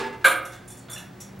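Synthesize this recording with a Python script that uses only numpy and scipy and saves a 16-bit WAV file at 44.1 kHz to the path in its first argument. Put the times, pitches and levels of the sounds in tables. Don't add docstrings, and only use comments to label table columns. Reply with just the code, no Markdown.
import sys
import numpy as np
from scipy import signal
from scipy.fft import rfft, irfft
from scipy.io import wavfile

SR = 44100
rng = np.random.default_rng(int(sys.argv[2]) if len(sys.argv) > 2 else 0)


def master_out(mix):
    frames = np.transpose(np.atleast_2d(mix))
    ceiling = np.clip(frames, -1, 1)
    pcm = np.round(ceiling * 32767).astype(np.int16)
    wavfile.write(sys.argv[1], SR, pcm)


N = 61739
T = np.arange(N) / SR
HZ = np.fft.rfftfreq(N, 1 / SR)

# t/s, ring/dB, clatter/dB, bang/dB, bang f/Hz
WEIGHT_HITS = [(.2422, -15, -4, -15.5, 1486), (0.2456, -1, -3, -5, 1573), (0.2533, -8, -3, -10, 1494),
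               (0.2666, -18, -5, -30, 1390), (.2708, -27, -15, -14, 1210), (0.3146, -29, -14.5, -18, 1566)]
# f/Hz, level/dB, decay/s
WEIGHT_TONES = [(537.2, -24.5, 0.6), (724.4, -36, 0.93), (983, -25.5, 0.39), (1195, -25, 0.53),
                (1255, -18, 0.47), (1447, -25.5, 0.45), (1460, -25, 0.12), (1578, -20, 0.69),
                (1586.5, -11, 0.22), (1657, -21.5, 0.46), (2040, -33, 0.68), (2168, -27, 0.61),
                (2352, -25, 0.5), (2365, -21, 0.26), (2803, -31, 0.47), (3240, -38, 0.55),
                (3370, -32, 0.28), (3647, -32, 0.21), (3960, -30.5, 0.14)]
# f/Hz, level/dB
CLATTER_NOISE = [(100, -37), (220, -25.5), (320, -10.5), (450, -14), (650, -8.5), (820, -16), (1150, -10),
                 (1550, 2), (1830, -14.5), (2300, -5), (2600, -14), (3400, -13), (4200, -14), (4900, -27.5),
                 (7500, -21), (11000, -19), (14500, -24), (16000, -42)]

# t/s, ring/dB, rattle/dB, tube/dB
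BAR_HITS = [(-.012, 0, 0, -10), (.036, -1.5, -13, -1.5), (.062, -13.5, -14, -19), (.125, -15.5, -18, -22),
            (.209, -24, -22.5, -34)]
# f/Hz, level/dB, decay/s
BAR_TONES = [(240.7, -40.5, 0.6), (393.2, -32, 0.54), (433, -36.5, 0.67), (499.4, -41, 0.5),
             (1170, -47, 0.57), (1690, -29, 0.28), (2040, -46.5, 0.83), (2710, -41, 0.38),
             (3590, -43.5, 0.24), (5160, -52, 0.37)]
# f/Hz, level/dB
RATTLE_NOISE = [(100, -16.5), (250, -6), (450, 3), (620, -7), (760, -3.5), (1300, -5.5), (2500, -8),
                (3200, -12.5), (4200, -13.5), (5500, -18.5), (9000, -23.5), (15000, -38)]

# t/s, clip/dB, shackle/dB, links/dB, links f/Hz, tick/dB
CHAIN_HITS = [(.253, 17, -10, 2, 11100, -4), (.2595, 17.5, -11, 0, 9500, -10),
              (.278, 14.5, -12, -6, 7880, -14), (.4495, -10, -7, 3, 9860, -1.5),
              (.518, -7, -13, -6.5, 5700, -15), (.532, -19, -7, -8, 7420, -9),
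              (.6765, -1.5, -11.5, -8, 8000, -7), (.701, -4, -6.5, -0.5, 8640, -4),
              (.716, -7, -21, -4, 10140, -10), (.768, -10, -13, -5, 8000, -9),
              (.782, -15.5, -31, -10, 7500, -17.5), (.8965, -0.5, 3, 0, 7500, -9),
              (.911, 1.5, -8, 4.5, 10330, 0), (.930, 0, 2.5, 3.5, 7950, 2), (.975, -6, -4, 0, 10460, 0),
              (.995, -16, -7, -15, 7960, -10), (1.2015, -22, -13, -3, 8540, 4),
              (1.214, -28, -16, -1, 6630, -23), (1.388, -36, -30, -6, 11650, -27)]
# f/Hz, level/dB
TICK_NOISE = [(500, -10), (2500, -12.5), (3600, -11), (4800, -10.5), (5800, -1), (7200, 2.5), (8600, -9.5),
              (11300, -1), (13000, -7), (16000, -27)]
# f/Hz, level/dB, decay/s
CLIP_TONES = [(7290, -49, 0.23), (9050, -44, 0.27), (10820, -45, 0.15), (11040, -52.5, 0.28),
              (13110, -58, 0.38), (15300, -57, 0.13)]
# f/Hz, level/dB, decay/s
SHACKLE_TONES = [(3488, -45.5, 0.39), (6800, -60, 0.17), (11990, -49, 0.15)]
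# t/s, level/dB
EYELET_HITS = [(.4495, -7), (.713, -8.5), (.926, 1), (.982, -7.5), (1.208, -3.5)]
# f/Hz, level/dB, decay/s
EYELET_TONE = [(5632, -43.5, .37)]
# t/s, level/dB
HOOK_HITS = [(.712, -3), (.808, 0.5), (.925, -8)]
# f/Hz, level/dB, decay/s
HOOK_TONE = [(4390, -62, 1.0)]

# t/s, knock/dB, ring/dB
HANDLE_HITS = [(.452, -2, -11), (.525, -2, -11), (0.883, -1, -30), (.899, -2, -30), (.940, -4.5, -21),
               (.960, -19, 3.5), (0.973, -3.5, -2), (1.0, -8, -25)]
# f/Hz, level/dB, decay/s
HANDLE_TONES = [(1730, -49, 0.54), (2700, -45.5, 0.31), (2850, -47, 0.28), (4030, -53.5, 0.3)]
# f/Hz, level/dB
CLACK_NOISE = [(200, -30), (600, 2), (1000, -5), (1450, 4.5), (1800, -1.5), (2300, -4.5), (2800, -15),
               (3300, -2.5), (4100, -6), (5000, -18), (12000, -32)]

# f/Hz, level/dB
PULLEY_NOISE = [(60, -36), (110, -9), (150, -2.5), (168, -15), (192, 5.5), (220, -11), (270, -9.5),
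                (340, -12.5), (450, -16), (800, -16.5), (2000, -27), (6000, -64)]
# t/s, level/dB
PULLEY_SWELL = [(0, -60), (.45, -61), (.62, -48.5), (.85, -48), (1.0, -47), (1.3, -48), (1.4, -45.5)]
# f/Hz, level/dB
HUM_TONES = [(119, -53), (361, -57), (15735, -68.5)]
# f/Hz, level/dB
AIR_NOISE = [(20, -17), (55, 2.5), (100, 2.5), (170, 2.5), (280, 0), (480, -8), (900, -12.5), (1900, -13),
             (3000, -18), (5000, -22), (8000, -26), (15000, -31.5)]
# f/Hz, decay/s
ROOM_DECAY = [(150, 0.77), (500, 0.59), (1500, 0.52), (3000, 0.4), (6000, 0.27), (10000, 0.28),
              (15000, 0.16)]
# f/Hz, left minus right/dB
STEREO_LEAN = [(150, 1.5), (380, -2), (700, -4.5), (1300, -2), (2400, -0.5), (8000, -0.5)]
# f/Hz, unshared minus shared level/dB
STEREO_WIDTH = [(60, -41), (130, -33), (280, -14), (550, -10.5), (1300, -13), (3500, -21.5), (5500, -13),
                (9000, -5.5), (14000, -4.5)]

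WAVER_HZ = 31.2


def weight():
    out = np.zeros((2, N))
    rise_s = 0.0019
    punch = 1 + 0.18 * np.exp(-T / 0.028)
    for s, ring_db, clatter_db, bang_db, bang_hz in WEIGHT_HITS:
        add(out, s, amp(ring_db) * punch * ring(WEIGHT_TONES, rise_s, waver=0.79))
        add(out, s, amp(bang_db) * bang(bang_hz))
        add(out, s, amp(clatter_db - 19) * burst(CLATTER_NOISE, rise_s))
    return out


def bang(hz, peak_s=0.0037):
    pulse = (T / peak_s * np.exp(1 - T / peak_s)) ** 2
    return pulse * tone(hz, waver=0) / np.sqrt(2)


def bar():
    out = np.zeros((2, N))
    rise_s, waver = 0.0038, 0.18
    tube_hz, throb_hz = 889, 12.4
    throb = np.sin(np.pi * throb_hz * T) * fade(T, decay_s=0.53)
    for s, ring_db, rattle_db, tube_db in BAR_HITS:
        add(out, s, amp(ring_db) * ring(BAR_TONES, rise_s, waver))
        add(out, s, amp(rattle_db - 28) * burst(RATTLE_NOISE, rise_s))
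        add(out, s, amp(tube_db - 28) * throb * tone(tube_hz, waver))
    return out


def chain():
    out = np.zeros((2, N))
    rise_s = 0.0043
    clip_waver, small_waver, link_waver = 0.52, 0.73, 1
    for s, clip_db, shackle_db, links_db, links_hz, tick_db in CHAIN_HITS:
        add(out, s, amp(tick_db - 45.5) * burst(TICK_NOISE, rise_s))
        parts = [(clip_tones(clip_db), clip_db, clip_waver),
                 (SHACKLE_TONES, shackle_db, small_waver),
                 (link_tones(links_hz), links_db, link_waver)]
        for tones, db, waver in parts:
            add(out, s, amp(db) * ring(tones, rise_s, waver, waver_hz=57, scatter_db=0.5))
    for hits, tones in (EYELET_HITS, EYELET_TONE), (HOOK_HITS, HOOK_TONE):
        for s, db in hits:
            add(out, s, amp(db) * ring(tones, rise_s, small_waver))
    return out


def clip_tones(hit_db, detune=0.00344, pivot_hz=8950):
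    db_per_octave = 0.57 * hit_db
    return [(hz * (1 + detune * rng.standard_normal()), db + db_per_octave * np.log2(hz / pivot_hz), s)
            for hz, db, s in CLIP_TONES]


def link_tones(centre_hz, count=9, spread_octaves=0.26, db=-53.5, decay_s=0.26):
    places = (np.arange(count) + rng.random(count)) / count
    octaves = spread_octaves * (2 * places - 1)
    return [(centre_hz * 2 ** octave, db, decay_s) for octave in octaves]


def handle():
    out = np.zeros((2, N))
    rise_s = 0.0035
    for s, knock_db, ring_db in HANDLE_HITS:
        add(out, s, amp(knock_db - 45) * burst(CLACK_NOISE, rise_s))
        add(out, s, amp(ring_db) * ring(HANDLE_TONES, rise_s, waver=3, waver_hz=72))
    return out


def pulleys():
    level_db = np.interp(T, *np.transpose(PULLEY_SWELL))
    return amp(level_db) * noise(PULLEY_NOISE, wider_db=6.5)


def air_and_hum():
    air = amp(-50) * noise(AIR_NOISE, wider_db=5)
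    hum = sum(amp(db) * tone(hz, waver=0.57, waver_hz=12) for hz, db in HUM_TONES)
    return air + hum


def ring(tones, rise_s, waver, waver_hz=WAVER_HZ, scatter_db=0):
    out = np.zeros((2, N))
    for hz, db, decay_s in tones:
        gain = amp(db + scatter_db * rng.standard_normal())
        out += gain * build_up(T, hz, rise_s) * fade(T, decay_s) * tone(hz, waver, waver_hz)
    return out / np.sqrt(2)


def burst(colour, rise_s):
    hz, t, spectra = signal.stft(noise(colour), SR, nperseg=256)
    shape = build_up(t, hz[:, None], rise_s) * fade(t, look_up(ROOM_DECAY, hz)[:, None])
    first_echoes = 1 + 0.12 * np.exp(-T / 0.018)
    return signal.istft(spectra * shape, SR)[1][:, :N] * first_echoes


def tone(hz, waver, waver_hz=WAVER_HZ):
    size = 1024
    rates_hz = np.fft.fftfreq(size, N / SR / size)
    drift = unit(np.fft.ifft(random_spectra(hz, size=size) / (1 + (rates_hz / waver_hz) ** 2)))
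    lag = 0.85 * rng.choice([-1, 1]) * np.arctan(amp(look_up(STEREO_WIDTH, hz)))
    steady = np.exp(1j * lag * np.array([[1], [-1]]))
    wobble = unit(steady + waver * drift)
    smooth = np.array([np.interp(T, np.linspace(0, T[-1], size), side) for side in wobble])
    wave = np.exp(2j * np.pi * (hz * T + rng.random()))
    return np.sqrt(2) * (smooth * wave).real


def noise(colour, wider_db=0):
    return unit(irfft(random_spectra(HZ, wider_db) * amp(look_up(colour, HZ)), N))


def random_spectra(hz, wider_db=0, size=len(HZ)):
    a, b, c, d = rng.standard_normal((4, size))
    width = amp(np.minimum(look_up(STEREO_WIDTH, hz) + wider_db, 0))
    shared, unshared = a + 1j * b, width * (c + 1j * d)
    return np.array([shared + unshared, shared - unshared]) / np.sqrt(1 + width ** 2)


def build_up(t, hz, rise_s, slow_below_hz=1190, longest_s=0.017):
    ramp_s = np.clip(rise_s * (slow_below_hz / (hz + 1)) ** 2, rise_s, longest_s)
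    return np.minimum(t / ramp_s, 1)


def fade(t, decay_s):
    return np.exp(-np.log(1000) * t / decay_s)


def amp(db):
    return 10 ** (np.asarray(db) / 20)


def unit(x):
    return x / np.sqrt(np.mean(abs(x) ** 2) + 1e-20)


def look_up(table, hz):
    row_hz, values = np.transpose(table)
    return np.interp(np.log(hz + 1), np.log(row_hz), values)


def add(mix, s, sound):
    start = round(s * SR)
    part = mix[:, max(start, 0):N + min(start, 0)]
    part += sound[:, max(-start, 0):][:, :part.shape[1]]


def scene():
    machine = weight() + bar() + chain() + handle() + pulleys()
    lean_db = look_up(STEREO_LEAN, HZ) / 2
    return irfft(rfft(machine) * amp([lean_db, -lean_db]), N) + air_and_hum()


def record(dry):
    lowpass = signal.firwin(511, 16000, window=("kaiser", 9), fs=SR)
    return signal.oaconvolve(dry, lowpass[None], "same")


dry = scene()
out = record(dry)
master_out(out)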